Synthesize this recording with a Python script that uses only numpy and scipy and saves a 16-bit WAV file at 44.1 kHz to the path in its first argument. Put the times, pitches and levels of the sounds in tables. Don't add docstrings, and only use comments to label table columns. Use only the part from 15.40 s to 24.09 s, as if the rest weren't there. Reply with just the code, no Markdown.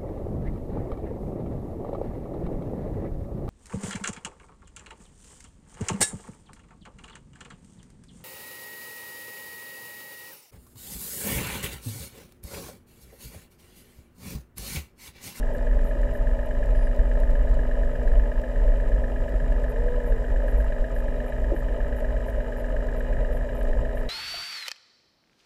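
import sys
import numpy as np
from scipy import signal
from scipy.fft import rfft, irfft, next_fast_len
from scipy.io import wavfile
from scipy.ndimage import uniform_filter1d, map_coordinates

SR = 44100
rng = np.random.default_rng(int(sys.argv[2]) if len(sys.argv) > 2 else 0)


def how_loud(loudness_db):
    steps = np.asarray(loudness_db, float) / 20
    return 10 ** steps


def digitize_waveform(pressure):
    field = np.atleast_2d(pressure).T
    bounded = np.clip(field, -1, 1)
    quanta = np.round(bounded * 32767).astype(np.int16)
    wavfile.write(sys.argv[1], SR, quanta)


N = 383229
TIME = np.arange(N) / SR

CYCLE_HZ = 8.312
# (time [s], lag [ms])
CRANK_LAG = [(0, 0), (.3, 1.2), (.8, .9), (1.26, -3), (1.7, .7), (2.2, -2.4), (2.7, .8), (3.85, 2.8),
             (4.4, 1.3), (4.7, 2.2), (5.0, 0), (5.35, .7), (6.0, -1), (6.65, .8), (7.1, -3.6), (7.6, -1.8),
             (8.2, 1.7), (8.7, 1)]
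# (frequency [Hz], width [Hz], level [dB])
HOUSING_MODES = [
    [(423, 175, -29), (507.7, 156, -18.5), (609, 155, -18.5), (655, 216, -23)],
    [(747, 203, -42.5), (871.3, 130, -31), (1026.7, 217, -35)],
    [(1286, 347, -41)],
    [(1681.4, 271, -41.5), (1902, 313, -33.5)],
    [(2326, 665, -49), (2900, 660, -50.5), (3810, 430, -54)],
    [(4920, 1020, -62), (7200, 1100, -61)],
]
# (frequency [Hz], width [Hz], level [dB])
SIDE_RING = [(1490, 295, -1)]
# (frequency [Hz], width [Hz], depth [0-1])
SHELL_GAPS = [(1095, 57, 1), (1360, 63, 0.7), (2203, 70, 0.5), (2602, 140, 0.77), (3760, 160, 1)]
FIRING_MS = np.array([9.5, 30, 50.5, 71, 89.5, 108.5])
CREST_DELAY_MS = [0, .5, 2.5, 0, -.5, -1]
FIRING_DB = [
    [6, -1.5, -8.5, -6, -1, -3],
    [7, -4, -0.5, 0, 4.5, 5.5],
    [1, 8.5, 7, 7, 15, 5],
    [-1.5, 15.5, 4.5, 11.5, 9, 4],
    [-8, 11.5, 0, 5, 6.5, 12.5],
    [-16, 5, -14, 1, -4, 5],
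]
# (time in the cycle [ms], level over the hull noise [dB])
VALVES = [
    [(36, 1), (104, 1.5), (115, 0)],
    [(75, 0), (103, 0)],
    [(105, -2)],
    [(34, 6), (40, 1), (95, 4), (117, 3)],
    [(4, 4), (36, 11), (82, 3), (96, 4), (113, 4)],
    [(104, 7)],
]
RATTLE = [.1, .25, .08, .06, .45, .6]
# (frequency [Hz], length [ms])
BURSTS = [(600, 15), (900, 5), (1280, 11), (1700, 8), (2900, .8), (7250, 3)]
NEARING_DB_PER_S = [0.16, 0.027, 0.11, 0.18, 0.23, .01]
SWELL_S, CREST_S = 2.48, 2.26
SIDE_DB, SIDE_SWING_DB, TOP_SWING_DB = -58.5, 2, 0.25

HUM_HZ = 81.93
HUM_ORDERS = [3, 5, 6, 7, 8, 10, 11, 12, 15, 28, 30]
HUM_DB = [-45, -50.5, -60, -49.5, -53, -64.5, -64, -62, -66.5, -85, -74]
HUM_DRIFT = [0, .4, 0, -.8, 0, 0, 0, 0, 0, 0, 0]

# (frequency [Hz], level [dB per Hz])
RUMBLE = [(8, -47), (18, -8.5), (26, -3.5), (33, 1), (42, -4.5), (52, -9.5), (62, -25.5), (72, -36),
          (90, -53), (160, -120)]
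# (frequency [Hz], level [dB per Hz])
WASH = [(30, -56), (60, 1.5), (85, 0), (125, 0.5), (155, -5), (180, -13), (210, -7), (300, -9), (400, -16),
        (900, -118)]
# (time [s], level [dB], half length [s])
RUMBLE_SURGES = [(0.05, -22, 0.065), (0.362, -18.5, 0.11), (0.604, -20, .06), (0.87, -20.5, 0.12),
                 (1.34, -18.5, .17), (1.613, -15.5, 0.023), (1.867, -17.5, 0.17), (2.124, -18, 0.07),
                 (2.41, -21, 0.18), (2.747, -15, 0.084), (2.962, -19, 0.04), (3.28, -16.5, 0.092),
                 (3.54, -18.5, 0.096), (3.764, -21, .07), (3.956, -19, 0.015), (4.13, -21, 0.12),
                 (4.477, -20.5, .1), (4.716, -18.5, .07), (4.96, -20, .07), (5.197, -19, 0.095),
                 (5.418, -19, 0.022), (5.66, -24, 0.12), (6.052, -19.5, 0.058), (6.392, -24, 0.15),
                 (6.707, -24.5, .08), (6.99, -26, 0.046), (7.365, -26, 0.13), (7.806, -23.5, 0.19),
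                 (8.33, -19.5, 0.082), (8.64, -25, 0.096)]
CALM_DB, WASH_DB = -30.5, -39.5
WASH_FOLLOWS, GURGLE_DB = 0.14, 1

# (time [s], frequency [Hz], level [dB])
MOAN = [
    (4.2, 400, -56),
    (4.3, 424, -44),
    (4.41, 479, -37),
    (4.52, 492, -34.5),
    (4.62, 488, -36),
    (4.72, 467, -38),
    (4.85, 412, -46),
    (4.93, 368, -52),
    (5.06, 310, -55),
]
# (time [s], peak level [dB], frequency [Hz], 60 dB decay [s])
BUBBLES = [
    (0.443, -23, 225, 0.043),
    (.56, -29, 326, 0.047),
    (3.937, -26, 332, 0.031),
    (4.01, -29.5, 131, 0.11),
    (6.12, -18.5, 330, 0.035),
    (6.117, -24, 540, .025),
    (6.135, -13, 426, 0.013),
    (6.143, -19, 300, 0.024),
]
# (time [s], peak level [dB], brightness [dB])
SNAPS = [(0.1829, -36, -22), (0.5371, -48, -18), (0.616, -39, -21), (1.2589, -38, -22), (1.3079, -58, -12),
         (1.5627, -49, -9), (1.8015, -41, -10), (1.906, -45, -11), (2.093, -40, -23), (2.143, -35, -25),
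         (2.6682, -50, -15), (2.684, -42, -15), (2.7271, -46, -13), (2.7759, -46, -20), (3.0159, -50, -10),
         (3.0928, -61, -18), (3.4086, -42, -25), (3.8926, -45, -12), (4.0456, -48, -18), (4.126, -40, -20),
         (4.2357, -41, -14), (5.412, -42, -17), (6.4801, -48, -20), (6.9001, -48, -6), (7.2942, -44, -19),
         (7.4698, -37, -24), (8.23, -50, -1.5), (8.252, -46, -16), (8.286, -44, -20), (8.6322, -40, -17)]

# (time [s], steps [count])
MOTOR_RUNS = [(.1385, 2), (.1671, 1), (.4484, 5), (.7362, 1), (.7501, 3), (1.0607, 1), (4.2958, 1),
              (4.302, 1), (4.3156, 1), (4.6647, 4), (5.0779, 4), (5.1765, 4), (5.2439, 1), (5.5546, 5),
              (5.8656, 1), (5.8806, 2), (6.1546, 5), (6.5651, 4), (6.8659, 4), (7.173, 4), (7.5683, 2),
              (7.5978, 1), (7.9248, 5), (8.1503, 2), (8.1814, 3), (8.5565, 5)]
STEP_S = 0.0122
# (time from the step [ms], frequency [Hz], level [dB], 60 dB decay [ms])
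STEP_TICKS = [(-1.8, 13300, -48, 6), (-1.2, 12500, -51, 5), (-.5, 11650, -47.5, 7), (-1.4, 9500, -55, 7),
              (4, 9600, -51, 6), (7.5, 9700, -56, 7)]
# (time [s], frequency [Hz], level [dB])
WHINE = [(1.34, 4896, -84), (1.354, 4957, -69), (1.408, 4855, -71), (1.432, 5023, -71), (1.474, 4888, -68),
         (1.49, 4740, -80)]
# (frequency [Hz], level [dB per Hz])
HISS = [(500, -29), (3000, 11.5), (4500, -2.5), (5500, 4), (6400, 0), (7300, 2), (8500, 1), (10000, -0.5),
        (13500, -1.5), (14300, -6), (15600, -10), (17000, -45)]


def engine():
    lag_s = curves(CRANK_LAG)[0] / 1000
    swell = np.cos(2 * np.pi * (TIME - CREST_S) / SWELL_S)
    from_middle = TIME - TIME.mean()
    firing_turn = 2 * np.pi * 6 * CYCLE_HZ * (TIME - lag_s)
    out = how_loud(-31.5 + 0.58 * wobble(2.61)) * np.sin(firing_turn)
    for k, group in enumerate(HOUSING_MODES):
        firings = list(zip(np.add(FIRING_MS, CREST_DELAY_MS[k]), FIRING_DB[k]))
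        drive = knocks(firings + list(VALVES[k]), group, RATTLE[k], BURSTS[k], lag_s)
        drive = drive * how_loud(NEARING_DB_PER_S[k] * from_middle)
        out += filtered(drive, modes(group)) * how_loud(-TOP_SWING_DB * swell * (k == 4))
        if k == 3:
            out -= how_loud(SIDE_DB + SIDE_SWING_DB * swell) * unit(filtered(drive, modes(SIDE_RING)))
    return filtered(out, shell_gaps)


def knocks(pattern, group, rattle, burst, lag_s):
    burst_hz, burst_ms = burst
    size = int(burst_ms * SR / 1000)
    shape = np.hanning(size) * np.sin(2 * np.pi * burst_hz * np.arange(size) / SR)
    click = filtered(np.eye(1, SR // 8)[0], modes(group))
    ring = np.abs(signal.hilbert(np.convolve(click, shape)))

    ms, db = np.transpose(pattern)
    cycles = np.arange(int(N / SR * CYCLE_HZ))[:, None] / CYCLE_HZ
    when = cycles + ms / 1000 + rng.normal(0, 0.0004, (len(cycles), len(ms)))
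    when = np.abs(when + np.interp(when, TIME, lag_s) - ring.argmax() / SR)
    force = how_loud(db + rng.normal(0, 1.2, when.shape))
    blows = np.bincount((when.ravel() * SR).astype(int), force.ravel(), N)[:N]

    loose = signal.oaconvolve(blows, np.hanning(SR // 120))[SR // 500:][:N]
    shake = how_loud(-1.5 + 0.8 * wobble(6)) + rattle * loose
    crest = np.sqrt(2) * np.linalg.norm(click) / ring.max()
    return shake * rng.standard_normal(N) + crest * signal.oaconvolve(blows, shape)[:N]


def modes(rows):
    def response(f):
        total = 0
        for k, (c, w, db) in enumerate(rows):
            once = 1j * f * w / (c * c - f * f + 1j * f * w)
            total = total + (-1) ** k * how_loud(db) * once ** 3
        return total
    return response


def shell_gaps(f):
    return np.prod([1 - depth * 1j * f * w / (c * c - f * f + 1j * f * w) for c, w, depth in SHELL_GAPS], axis=0)


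def camera_hum():
    turn = 2 * np.pi * HUM_HZ * TIME + 0.095 * wobble(3)
    out = np.zeros(N)
    for order, db, drift in zip(HUM_ORDERS, HUM_DB, HUM_DRIFT):
        level = how_loud(db + 5.5 + drift * (TIME - TIME.mean()) + 0.45 * wobble(4.5))
        out += level * np.sin(order * turn + rng.uniform(0, 2 * np.pi))
    return out


def water():
    power = how_loud(2 * CALM_DB)
    for s, db, half_s in RUMBLE_SURGES:
        power = power + how_loud(2 * db) * np.exp(-((TIME - s) / half_s) ** 2)
    surge = np.sqrt(power)
    rumble = noise(RUMBLE)
    own = np.sqrt(np.abs(uniform_filter1d(rumble ** 2, size=SR // 14)))
    rumble = unit(rumble / (own + 0.25))
    wash = unit(surge ** WASH_FOLLOWS * noise(WASH))
    return surge * rumble + how_loud(WASH_DB + GURGLE_DB * wobble(12)) * wash


def sea_life():
    out = glide_tone(MOAN, overtone_db=-23, unsteady=0.0007)
    for s, db, hz, t60 in BUBBLES:
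        add(out, s, db + 4.5, hz, t60, rise=0.002, glide=0.082)
    for s, db, bright_db in SNAPS:
        add(out, s, db - 5, 7300, 0.003, rise=0.00013)
        add(out, s, db, 4300, 0.0012, rise=0.0001)
        crack = rng.standard_normal(SR // 500)
        out[int(s * SR):][:SR // 500] += how_loud(db + bright_db + 3) * crack
        add(out, s, db + bright_db + 10, 11500, 0.0008, rise=0.00004)
    far_level = how_loud(np.minimum(3.5 * rng.exponential(1, 1500), 14))
    far = np.bincount(rng.integers(0, N, 1500), far_level, N)
    return out + filtered(far, modes([(3850, 6400, -49), (7590, 2000, -45), (11800, 5000, -75)]))


def camera():
    out = glide_tone(WHINE, overtone_db=2, unsteady=0.0146) + how_loud(-65) * noise(HISS)
    for start, steps in MOTOR_RUNS:
        for s in start + STEP_S * np.arange(steps) + rng.normal(0, 0.00031, steps):
            for ms, hz, db, t60_ms in STEP_TICKS:
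                tick_db, tick_hz = db + 4 + rng.normal(0, 1.5), hz * rng.normal(1, 0.01)
                add(out, s + ms / 1000, tick_db, tick_hz, t60_ms / 1000, rise=0.0008)
    return out


def glide_tone(rows, overtone_db, unsteady):
    hz, db = curves(rows)
    fade = np.clip(np.minimum(TIME - rows[0][0], rows[-1][0] - TIME) / 0.019, 0, 1)
    turn = 2 * np.pi * np.cumsum(hz * (1 + unsteady * wobble(360))) / SR
    return fade * how_loud(db + 4) * (np.sin(turn) + how_loud(overtone_db) * np.sin(2 * turn))


def add(track, s, db, hz, t60, rise, glide=0):
    t = np.arange(int(1.5 * t60 * SR)) / SR
    envelope = how_loud(db - 60 * t / t60) * (1 - np.exp(-t / rise))
    ring = envelope * np.sin(2 * np.pi * hz * (t + glide * t * t / t60))
    part = track[int(s * SR):][:len(t)]
    part += ring[:len(part)]


def noise(spectrum):
    f, db = np.transpose(spectrum)
    colour = lambda hz: how_loud(np.interp(np.log(hz + 1), np.log(f + 1), db))
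    return unit(filtered(rng.standard_normal(N), colour))


def filtered(x, response):
    m = next_fast_len(len(x) + SR // 4, real=True)
    return irfft(rfft(x, m) * response(np.fft.rfftfreq(m, 1 / SR)), m)[:len(x)]


def wobble(rate):
    coarse = TIME[::16]
    knots = rng.standard_normal(int(N * rate / SR) + 4)
    return np.interp(TIME, coarse, map_coordinates(knots, [coarse * rate]))


def curves(rows):
    s, *cols = np.transpose(rows)
    return [np.interp(TIME, s, c) for c in cols]


def unit(x):
    return x / np.sqrt(np.mean(x ** 2) + 1e-20)


def scene():
    return (engine() + camera_hum() + water() + sea_life() + camera())[None]


def roll_off(x):
    return signal.sosfilt(signal.butter(12, 15570, fs=SR, output="sos"), x)


def record(dry):
    return roll_off(dry)


dry = scene()
out = record(dry)
digitize_waveform(out)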